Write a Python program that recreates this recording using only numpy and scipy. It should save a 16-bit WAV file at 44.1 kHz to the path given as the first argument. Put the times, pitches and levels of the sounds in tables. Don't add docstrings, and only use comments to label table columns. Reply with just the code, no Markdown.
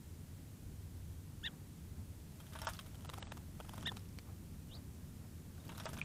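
import sys
import numpy as np
from scipy import signal
from scipy.fft import rfft, irfft
from scipy.io import wavfile
from scipy.ndimage import uniform_filter1d

SR = 44100
rng = np.random.default_rng(int(sys.argv[2]) if len(sys.argv) > 2 else 0)


def store_wav(level_fs):
    pcm = np.round(np.clip(np.atleast_2d(level_fs), -1, 1) * 32767)
    wavfile.write(sys.argv[1], SR, pcm.T.astype(np.int16))


def amplitude_ratio(level_db):
    exponent = np.asarray(level_db, float) / 20
    return 10 ** exponent


N = 266452


def evened(x):
    return x / np.sqrt(np.mean(x ** 2) + 1e-20)


def curve(rows, axis):
    rows = np.asarray(rows)
    return amplitude_ratio(np.interp(np.arange(N) / SR, rows[:, 0], rows[:, axis], left=-200, right=-200))


def coloured(x, points):
    hz, db = np.transpose(points)
    log_f = np.log(np.fft.rfftfreq(len(x), 1 / SR) + 1)
    gain = amplitude_ratio(np.interp(log_f, np.log(hz + 1), db, left=-90, right=-90))
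    return evened(irfft(rfft(x) * gain, len(x)))


def add(mix, s, sound):
    part = mix[round(s * SR):][:len(sound)]
    part += sound[:len(part)]


def rung(modes, t):
    return sum(amplitude_ratio(db - 60 * t / t60) * np.sin(2 * np.pi * hz * t) for hz, db, t60 in modes)


def below(x, edge_hz):
    return signal.oaconvolve(x, signal.firwin(511, edge_hz, window=("kaiser", 9), fs=SR)[None], "same")


# [t/s, level/dB]
TRAFFIC_SWELL = [(0.0, -65), (0.07, -53.5), (0.54, -55), (0.57, -71), (0.62, -51.5), (1.14, -50.5),
                 (1.33, -56.5), (1.38, -48.5), (1.56, -65), (1.63, -51), (1.66, -58), (1.97, -50),
                 (2.4, -58.5), (2.71, -48), (2.74, -56.5), (3.01, -52.5), (5.62, -55), (6.04, -53)]
# [f/Hz, level/dB per Hz]
HUM_COLOUR = [(12, -47), (20, -11), (48, -11.5), (81, -0.5), (101, 1), (119, -24.5), (140, -10.5),
              (180, -44), (310, -120)]
DRONE_COLOUR = [(65, -33.5), (110, -3.5), (118, -3), (151, 0), (248, -7), (287, -10), (340, -13),
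                (533, -22), (2000, -38.5), (2600, -69), (4400, -120)]
HISS_COLOUR = [(530, -15), (900, -3.5), (1420, -3.5), (1540, -3.5), (4960, -5.5), (7620, -4), (12100, -5.5),
               (13300, -5.5), (15600, -8.5)]
# [t/s, rise/dB, length/s]
GUSTS = [
    (3.87, 7.5, 0.08),
    (5.7, 4, 0.078),
    (5.95, 5, 0.14),
    (3.2, 2, 0.23),
    (4.25, 0.5, 0.056),
]


def yard():
    hum_noise, drone_noise, hiss_noise = rng.standard_normal((3, N))
    t = np.arange(N) / SR
    road = curve(TRAFFIC_SWELL, axis=1)
    hum = coloured(hum_noise, HUM_COLOUR)
    hum /= np.sqrt(uniform_filter1d(hum ** 2, size=5000)) + 0.34
    gusts_db = sum(db * np.exp(-((t - s) / length) ** 2) for s, db, length in GUSTS)
    rise_db = 0.16 * t
    drone_swell = evened(road ** 0.021)
    drone = amplitude_ratio(-56.5) * drone_swell * amplitude_ratio(rise_db + gusts_db) * coloured(drone_noise, DRONE_COLOUR)
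    return amplitude_ratio(3.5) * hum * road + drone + amplitude_ratio(-66.5) * coloured(hiss_noise, HISS_COLOUR)


# [t/s, partial, level/dB, length/s]
CATCHES = [
    [(1.4615, 1, -16, .0012), (1.469, 1, -9, .001), (1.476, 1, -12, .0012), (1.4565, 2, -11, .002)],
    [(3.8735, 1, -18, .0015), (3.879, 2, -4, .0015)],
]


def voiced(rows, third_db, fourth_db, fourth_width, half_db, half_at, catches):
    s, hz, effort = np.transpose(rows)
    t = np.linspace(s[0], s[-1], num=120)
    gone = (t - s[0]) / (s[-1] - s[0])
    effort = np.interp(t, s, effort)
    bloom = 7.5 * np.exp(-((gone - 0.54) / 0.26) ** 2)
    first = -51.5 + 0.49 * (effort + 43.5) + bloom
    half = effort + half_db - 10 * ((gone - half_at) / 0.15) ** 2
    third = effort + third_db - 22 * gone
    fourth_shape = np.maximum(-10 * ((gone - 0.22) / fourth_width) ** 2, -13 * (1 + gone))
    fourth = effort + fourth_db + fourth_shape
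    caught = [sum(db * np.exp(-((t - at) / length) ** 2) for at, k, db, length in catches if k == partial)
              for partial in (1, 2)]
    levels = [first + caught[0], effort + caught[1], half, third, fourth]
    return np.transpose([t, np.interp(t, s, hz), *levels])


def sung(rows, multiples, flutter_hz, depth, rough):
    s, hz, *levels = np.transpose(rows)
    t = np.arange(s[0], s[-1], 1 / SR)
    turns = np.cumsum(uniform_filter1d(np.interp(t, s, hz), size=200)) / SR
    gone = (t - s[0]) / (s[-1] - s[0])
    late = np.sin(np.pi * gone ** 2.0) ** 2
    noise = rng.standard_normal((len(multiples), 2, len(t)))
    wander = evened(uniform_filter1d(uniform_filter1d(noise, size=80), size=80))
    hoarse = wander * rough * (0.4 + late)
    beat = 1 + late * depth * np.cos(2 * np.pi * flutter_hz * (t - s[0]))
    tone = 0
    for (k, column, db), (swing, slip) in zip(multiples, hoarse):
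        level = amplitude_ratio(np.interp(t, s, levels[column]) + db)
        tone = tone + level * (1 + swing) * np.sin(2 * np.pi * k * turns + slip)
    return s[0], np.sqrt(2) * tone * beat * signal.windows.tukey(len(t), 0.1)


# [t/s, f/Hz, effort/dB]
CHIRPS = [
    [(1.427, 1360, -84), (1.434, 1435, -59), (1.441, 1730, -48.5), (1.449, 1785, -45), (1.462, 1910, -42),
     (1.47, 1810, -42.5), (1.48, 1650, -47), (1.491, 1330, -72)],
    [(3.849, 1230, -80), (3.855, 1440, -55), (3.862, 1786, -40), (3.87, 1810, -42.5), (3.875, 1957, -41),
     (3.887, 1807, -43.5), (3.896, 1740, -43), (3.901, 1700, -63)],
]
# [t/s, f/Hz, level/dB]
STRAY_VOICES = [
    [(1.462, 3300, -66), (1.466, 3050, -50), (1.471, 2900, -55), (1.478, 2500, -63), (1.485, 2200, -71)],
    [(3.874, 3450, -64), (3.879, 3380, -49), (3.883, 3170, -52), (3.888, 3020, -57), (3.893, 2850, -68)],
]
# [t/s, f/Hz, level/dB]
UPPER_THROAT = [(4.708, 2950, -71), (4.72, 3600, -61), (4.736, 3800, -62), (4.744, 4300, -62),
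                (4.75, 4950, -66), (4.757, 5200, -66), (4.765, 4900, -67), (4.773, 4620, -61),
                (4.784, 4500, -72)]
LOWER_THROAT = [(4.68, 3200, -76), (4.703, 2780, -70), (4.72, 2980, -64), (4.733, 3300, -61),
                (4.742, 3800, -59), (4.75, 3980, -57), (4.757, 4700, -59), (4.764, 3900, -65),
                (4.776, 3150, -73)]


def birds():
    out = np.zeros(N)
    whole = [(1, 0, 0), (2, 1, 0), (3, 3, 0), (4, 4, 0)]
    halves = [(3 / 2, 2, 0), (1 / 2, 2, -17), (5 / 2, 2, -17), (7 / 2, 2, -21)]
    first = voiced(CHIRPS[0], third_db=-18, fourth_db=-11, fourth_width=0.055,
                   half_db=-5.5, half_at=0.47, catches=CATCHES[0])
    second = voiced(CHIRPS[1], third_db=-13, fourth_db=-18, fourth_width=0.22,
                    half_db=-9.5, half_at=0.5, catches=CATCHES[1])
    add(out, *sung(first, whole + halves, flutter_hz=243, depth=0.5, rough=0.21))
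    add(out, *sung(second, whole + halves, flutter_hz=235, depth=0.25, rough=0.14))
    for voice in STRAY_VOICES:
        add(out, *sung(voice, whole[:1], flutter_hz=200, depth=0.6, rough=0.6))
    for voice in (UPPER_THROAT, LOWER_THROAT):
        add(out, *sung(voice, whole[:1], flutter_hz=110, depth=0.3, rough=0.2))
    t = np.arange(6000) / SR
    tail = rng.standard_normal(6000) * amplitude_ratio(-60 * t / 0.06) * (t > 0.004)
    return out + amplitude_ratio(-22) * signal.fftconvolve(out, tail / np.linalg.norm(tail))[:N]


# [t/s, level/dB, length/s]
RUSTLES = [
    (1.498, -65.5, 0.059),
    (2.0, -68.5, 0.033),
    (2.44, -78, 0.055),
    (3.228, -52, 0.0064),
    (4.293, -64.5, 0.039),
    (4.765, -66, 0.062),
    (5.233, -67, .04),
]
# [f/Hz, level/dB per Hz]
RUSTLE_COLOUR = [(250, -25), (450, 1), (800, 0), (1400, -8), (2500, -14)]
# [t/s, peak/dB]
SNAPS = [
    (4.1875, -33),
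    (4.1932, -44),
    (3.9705, -46),
    (2.6695, -35),
    (5.8562, -48),
    (5.7995, -42),
]
# [f/Hz, level/dB, t60/s]
SNAP_MODES = [(1300, -14, .004), (2350, 9, 0.0063), (3100, 6, 0.005), (4430, 10, 0.0058), (5560, 2, 0.008),
              (6900, -17, .003), (8000, 1, 0.0055), (11700, -4, .003)]


def small_noises():
    out, t = np.zeros(N), np.arange(N) / SR
    snap = rung(SNAP_MODES, t[:500])
    for s, db in SNAPS:
        add(out, s, amplitude_ratio(db) * snap / abs(snap).max())
    swell = sum(amplitude_ratio(db) * np.exp(-((t - s) / length) ** 2) for s, db, length in RUSTLES)
    return out + swell * coloured(rng.standard_normal(N), RUSTLE_COLOUR)


def drops(per_s, spread_db):
    size = amplitude_ratio(spread_db * np.minimum(rng.exponential(1, N), 4))
    return rng.standard_normal(N) * size * (rng.random(N) < per_s / SR)


def bout(start, height, end, db, swell_db):
    return curve([(start, db - swell_db), (height, db), (end, db - swell_db)], axis=1)


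# [start t/s, height t/s, end t/s, slosh level/dB, fizz level/dB]
SPRAY_BOUTS = [
    (2.3, 2.7, 3, -62, -69),
    (2.946, 3.178, 3.52, -64, -72),
    (3.546, 3.812, 4.05, -62.5, -69),
    (5.55, 5.848, 6.64, -61.5, -69.5),
]
# [f/Hz, level/dB per Hz]
SLOSH_COLOUR = [(180, -21), (300, -9), (346, -26), (538, -13), (638, -4), (746, -11.5), (1650, -14.5),
                (1990, -15.5), (9000, -26), (11700, -34), (19800, -120)]


def spray():
    t = np.arange(300) / SR
    slosh = coloured(drops(9000, spread_db=2.5), SLOSH_COLOUR)
    fizz = np.zeros(N)
    for hz in np.geomspace(4500, 13500, 16):
        bubble = np.sin(2 * np.pi * hz * t) * np.exp(-t * hz / 14)
        fizz += signal.oaconvolve(drops(350, spread_db=3.5), bubble)[:N] * hz ** 1.1
    fizz = evened(fizz)
    out = np.zeros(N)
    for *when, slosh_db, fizz_db in SPRAY_BOUTS:
        out += slosh * bout(*when, slosh_db, swell_db=12.5)
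        out += fizz * bout(*when, fizz_db, swell_db=9)
    return out


# [t/s, peak/dB, f/Hz,
# life/s, glide/per s]
BUBBLES = [(2.399, -60.5, 3230, 0.036, 0), (2.564, -50, 9600, .006, 1), (2.7342, -48, 4800, .007, 0),
           (2.735, -55, 5900, .005, 1), (2.6713, -33, 1300, .009, 5), (2.7686, -53, 4040, 0.011, 17),
           (2.7898, -44.5, 3160, 0.012, 3.5), (2.794, -52, 2700, .008, 2), (2.811, -52, 8900, .006, 1.),
           (3.809, -54, 3100, .008, 1.), (3.919, -55, 6900, .007, 1.), (3.9185, -44, 1060, .006, 1.),
           (5.693, -57, 6600, 0.0099, -2), (5.976, -50, 6160, .006, 1.), (5.862, -44, 1110, .009, 1.),
           (3.8095, -48, 7200, .003, 1.), (3.8095, -52, 5200, .003, 1.), (3.822, -51, 5800, .0028, 1.),
           (3.608, -47, 2900, .0035, 1.), (3.6945, -48, 3280, .005, 1.), (3.742, -51, 3500, .004, 1.),
           (3.786, -54, 3500, .005, 1.), (5.6, -63, 3700, 0.026, .1), (5.755, -57, 4000, .015, 3.),
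           (5.776, -56, 3810, .02, 2), (5.778, -51, 12500, .01, 1.), (5.803, -57, 5500, 0.04, 1),
           (5.985, -47.5, 2400, 0.015, 2.), (6.0147, -29.5, 2490, 0.009, -5), (6.02, -51, 2250, .014, 1.),
           (6.0255, -46, 2150, 0.013, 30.)]


def bubbles():
    out, t = np.zeros(N), np.arange(2500) / SR
    for s, db, hz, life, glide in BUBBLES:
        shape = amplitude_ratio(db - 60 * (t / life) ** 2) * (1 - np.exp(-t / 0.00025))
        add(out, s, shape * np.sin(2 * np.pi * hz * t * (1 + glide * t)))
    return out


# [f/Hz, level/dB per Hz]
PLOP_COLOUR = [(1200, -2), (2100, 0), (3200, 4), (3900, 2), (4800, -35), (7000, -14)]
SPIT_COLOUR = [(3000, -12), (5000, 6), (7000, 0.5), (10000, 4), (13000, -0.5), (15000, -2), (16000, -26)]


def slaps(rows, thud, rise_s, thud_s, plop_s, spit_s, blotch_db):
    out, t = np.zeros(N), np.arange(-300, 700) / SR
    noise = rng.standard_normal((len(rows), 3, len(t)))
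    sizes = rng.standard_normal((len(rows), len(SPIT_COLOUR)))
    for (s, thud_db, plop_db, spit_db, tilt_db), puffs, size in zip(rows, noise, sizes):
        spit = [(hz, db + blotch_db * u + tilt_db * np.log2(hz / 8000))
                for (hz, db), u in zip(SPIT_COLOUR, size)]
        colours = (thud, PLOP_COLOUR, spit)
        levels, falls = (0, plop_db, spit_db + 0.5), (thud_s, plop_s, spit_s)
        for puff, colour, db, fall_s in zip(puffs, colours, levels, falls):
            shape = np.exp(np.where(t < 0, t / rise_s, -t / fall_s))
            puff = coloured(puff, colour) * shape
            puff *= np.linalg.norm(shape) / np.linalg.norm(puff)
            add(out, s + t[0], amplitude_ratio(thud_db + db - 2.5) * puff)
    return out


# [t/s, thud
# level/dB, plop over thud/dB, spit over thud/dB]
PLUNGE_STROKES = [(2.4023, -53, -4, -3), (2.4671, -61.5, 3, 2), (2.5249, -56, -4, -8), (2.5346, -53, -1, 1),
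                  (2.5576, -46, -2.5, -20), (2.589, -47, -2, -2), (2.6183, -44, -9, -12),
                  (2.632, -43.5, -12, -20), (2.648, -49, -1, -1), (2.6712, -36, -11, -12),
                  (2.6839, -36.5, -16, -25), (2.6959, -47.5, -3, 2), (2.7355, -54.5, 0, 5),
                  (2.748, -51.5, -3, -4), (2.791, -45, -1.5, -3), (2.8627, -54.5, -5, -3),
                  (5.5803, -56, -15, -12), (5.6512, -65, 5, 8), (5.6927, -50, 2.5, -12),
                 (5.7192, -49.5, -6, -9), (5.75, -53, -4, -7), (5.7793, -47.5, -8, -1.5),
                 (5.7998, -45.5, -0.5, -7), (5.8353, -56, 0, 1), (5.8575, -41.5, -5, -16),
                 (5.8656, -40, -13, -25), (5.8824, -51, -9, -18), (5.8907, -48, -5, -3),
                 (5.9329, -48, -7, 0.5), (5.944, -57, -1, 1), (5.9695, -46.5, -5, -14),
                 (5.9756, -55, -6, 0), (5.9884, -46.5, -3, -4.5), (6.0163, -51, -1, -18)]
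THROW_TILT = [2, 2, .3, 2, 4, .3, -8, .3, 4, -13, .3, 2, -6, .3, -3, 7, .3, 2, .3, .3, .3, 0, -6, 2, -3, .3,
              .3, 3, 5, 2, .3, -2, 6, .3]
# [f/Hz, level/dB per Hz]
WET_THUD_COLOUR = [(380, -35), (600, -1.5), (1000, 5), (1500, 3), (2100, -20), (3500, -23)]


def splashes():
    strokes = PLUNGE_STROKES
    fall_s, spread_db = 0.007, 0.5
    chance = rng.standard_normal((len(strokes), 4))
    rows = []
    for (s, db, plop, spit), (a, b, c, d), tilt in zip(strokes, chance, THROW_TILT):
        first_fall = s + fall_s * (1 + 0.15 * a)
        second_fall = s + fall_s * (2.4 + 0.33 * c)
        rows += [(s, db, plop, spit, tilt),
                 (first_fall, db - 2.5 + spread_db * b, plop - 3, spit - 3, tilt),
                 (second_fall, db - 14 + spread_db * d, plop + 2.8, spit + 3, tilt)]
    return slaps(rows, WET_THUD_COLOUR, rise_s=0.0005, thud_s=0.0026, plop_s=0.0054, spit_s=0.0039, blotch_db=5.5)


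# [t/s, blow level/dB, crack over blow/dB, hardness/dB per octave]
KNOCKS = [
    (2.553, -41, -27, -6),
    (2.617, -37, -16, -4),
    (2.631, -51, -25, -10),
    (2.645, -51, -12, -5),
    (2.67, -30.5, -19, 0),
    (2.689, -42, -14, -7),
    (5.691, -46.5, -20, -4.5),
    (5.8, -41.5, -22, -2),
    (5.856, -34, -15.5, -7),
    (5.931, -47, -27, -3),
]
# [f/Hz, level/dB, t60/s]
DISH_MODES = [(651, -4, 0.1), (919, -2, 0.1), (1138, -8, 0.1), (1260, -11, 0.15), (1434, -11, 0.07),
              (1527, -4.5, 0.1), (1700, -6, 0.1), (2490, -15, 0.034), (3160, -3.5, 0.031),
              (5300, -18, 0.025), (5500, -2.5, 0.039), (6500, -6, 0.028)]


def dish():
    out, t = np.zeros(N), np.arange(8000) / SR
    noises = rng.standard_normal((len(KNOCKS), 2, len(t)))
    spots = rng.standard_normal((len(KNOCKS), len(DISH_MODES)))
    for (s, blow_db, crack_db, hard_db), (noise, water), spot in zip(KNOCKS, noises, spots):
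        modes = [(hz, db + hard_db * max(np.log2(hz / 2000), 0) + 1.1 * u, t60)
                 for (hz, db, t60), u in zip(DISH_MODES, spot)]
        ring = rung(modes, t)
        ragged = signal.fftconvolve(ring, noise * np.exp(-t / 0.0015))[:len(t)]
        sound = ring + 0.17 * ragged
        sound /= abs(sound).max()
        sound += amplitude_ratio(crack_db + 6.5) * coloured(noise, SPIT_COLOUR) * np.exp(-t / 0.0036)
        sound += amplitude_ratio(-18 - 60 * t / 0.15) * coloured(water, SLOSH_COLOUR[2:])
        add(out, s, amplitude_ratio(blow_db) * sound)
    return out


# [f/Hz, level/dB per Hz]
THUD_COLOUR = [(150, -25), (400, -5), (900, 4), (1400, -0.5), (2200, -19), (3500, -12)]
# [t/s, thud level/dB, plop over thud/dB, spit over thud/dB, tilt/dB per octave]
DRIPS = [(3.966, -62, 3, 8, -6), (3.995, -67, 3, 11, -8), (4.006, -67, 5, 2, -5), (4.052, -67, 4, 1, -4),
         (4.057, -65, 5, 1, -4), (4.09, -68, 4, 9, -5), (4.128, -70, 1, 10, -6), (3.133, -50, -9, -14, .3),
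         (5.851, -66, 6, 15, -6), (2.6985, -66, 1, 14, 3), (2.733, -68, 1, 16, 6), (2.799, -68, 1, 14, 5),
         (2.87, -70, 1, 12, 8), (2.879, -70, 1, 11, 6), (5.681, -65, 1, 12, .3), (5.775, -66, 1, 13, 5),
         (5.897, -68, 1, 13, 5), (5.996, -71, 1, 11, 7)]


def drips():
    return slaps(DRIPS, THUD_COLOUR, rise_s=0.001, thud_s=0.0017, plop_s=0.0017, spit_s=0.0016, blotch_db=6.0)


# [t/s, thud level/dB, plop over thud/dB, spit over thud/dB]
FLUTTER = [(2.9543, -57, 2.5, 0), (3.0083, -57, 0, -1), (3.049, -46, -8, -7), (3.0995, -42.5, -1, -6),
           (3.1412, -41.5, -1.5, -7), (3.1843, -40.5, -19, -9.5), (3.2276, -44.5, 4, -6),
           (3.2704, -50.5, -2.5, -11), (3.322, -40.5, -0.5, -7), (3.3767, -49, -5.5, -3),
           (3.602, -39.5, -13, -13), (3.652, -52.5, -12, -11), (3.6939, -45, -7, -5.5),
           (3.7368, -43, -12, -10), (3.7609, -61, -4, 8), (3.781, -43, -9, -10), (3.8282, -45.5, -4, -7),
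           (3.8713, -42, 0, -6), (3.9187, -39.5, -20, -13), (3.97, -47, 3, -1)]
OTHER_WING_LAG = [-8, 15, 8.5, -6.5, -4, -5.5, -1, 7, -2, -5, 6, -4, -3, 5, -6, -3, 6, 4, 5, 7]
OTHER_WING_LEVEL = [0, -2, -2, 1, -0.5, -3, -4, -2, -2, 0, -3.5, 2, -6, -3.5, -2, -6, -3, -0.5, -7, -7]
SHAKE_TILT = [.3, .3, -1, .3, .3, .3, -1, .3, .3, .3, .3, .3, 0.41, .3, .3, .3, 0.27, .3, 0.41, -1.1]


def wing_beats():
    rows = []
    for (s, db, plop, spit), lag_ms, other_db, tilt in zip(FLUTTER, OTHER_WING_LAG, OTHER_WING_LEVEL, SHAKE_TILT):
        lag = lag_ms / 1000
        wind_up = s + min(lag, 0) - 0.007
        rows += [(s, db, plop, spit, tilt),
                 (s + lag, db + other_db, plop - 1, spit - 1, tilt),
                 (wind_up, db - 13, plop - 10, spit - 10, tilt)]
    return slaps(rows, THUD_COLOUR, rise_s=0.001, thud_s=0.0024, plop_s=0.0013, spit_s=0.0018, blotch_db=0.5)


def scene():
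    water = spray() + bubbles() + splashes() + drips()
    bather = dish() + wing_beats()
    return (yard() + birds() + small_noises() + water + bather)[None]


def top_cut(x):
    return signal.sosfilt(signal.butter(12, 15730, fs=SR, output="sos"), x)


# [start t/s, end t/s]
DULL_SPELLS = [
    (2.656, 2.681),
    (3.071, 3.097),
    (3.199, 3.322),
    (3.839, 3.865),
    (5.855, 5.882),
    (6.016, 6.1),
]


def record(dry):
    t = np.arange(N) / SR
    spells = sum((t > start) * (t < end) * 1.0 for start, end in DULL_SPELLS)
    dullness = 0.995 * uniform_filter1d(spells, size=90)
    dulled = dry + dullness * (below(dry, 8800) - dry)
    limited = below(dulled, 15750)
    return top_cut(limited)


dry = scene()
out = record(dry)
store_wav(out)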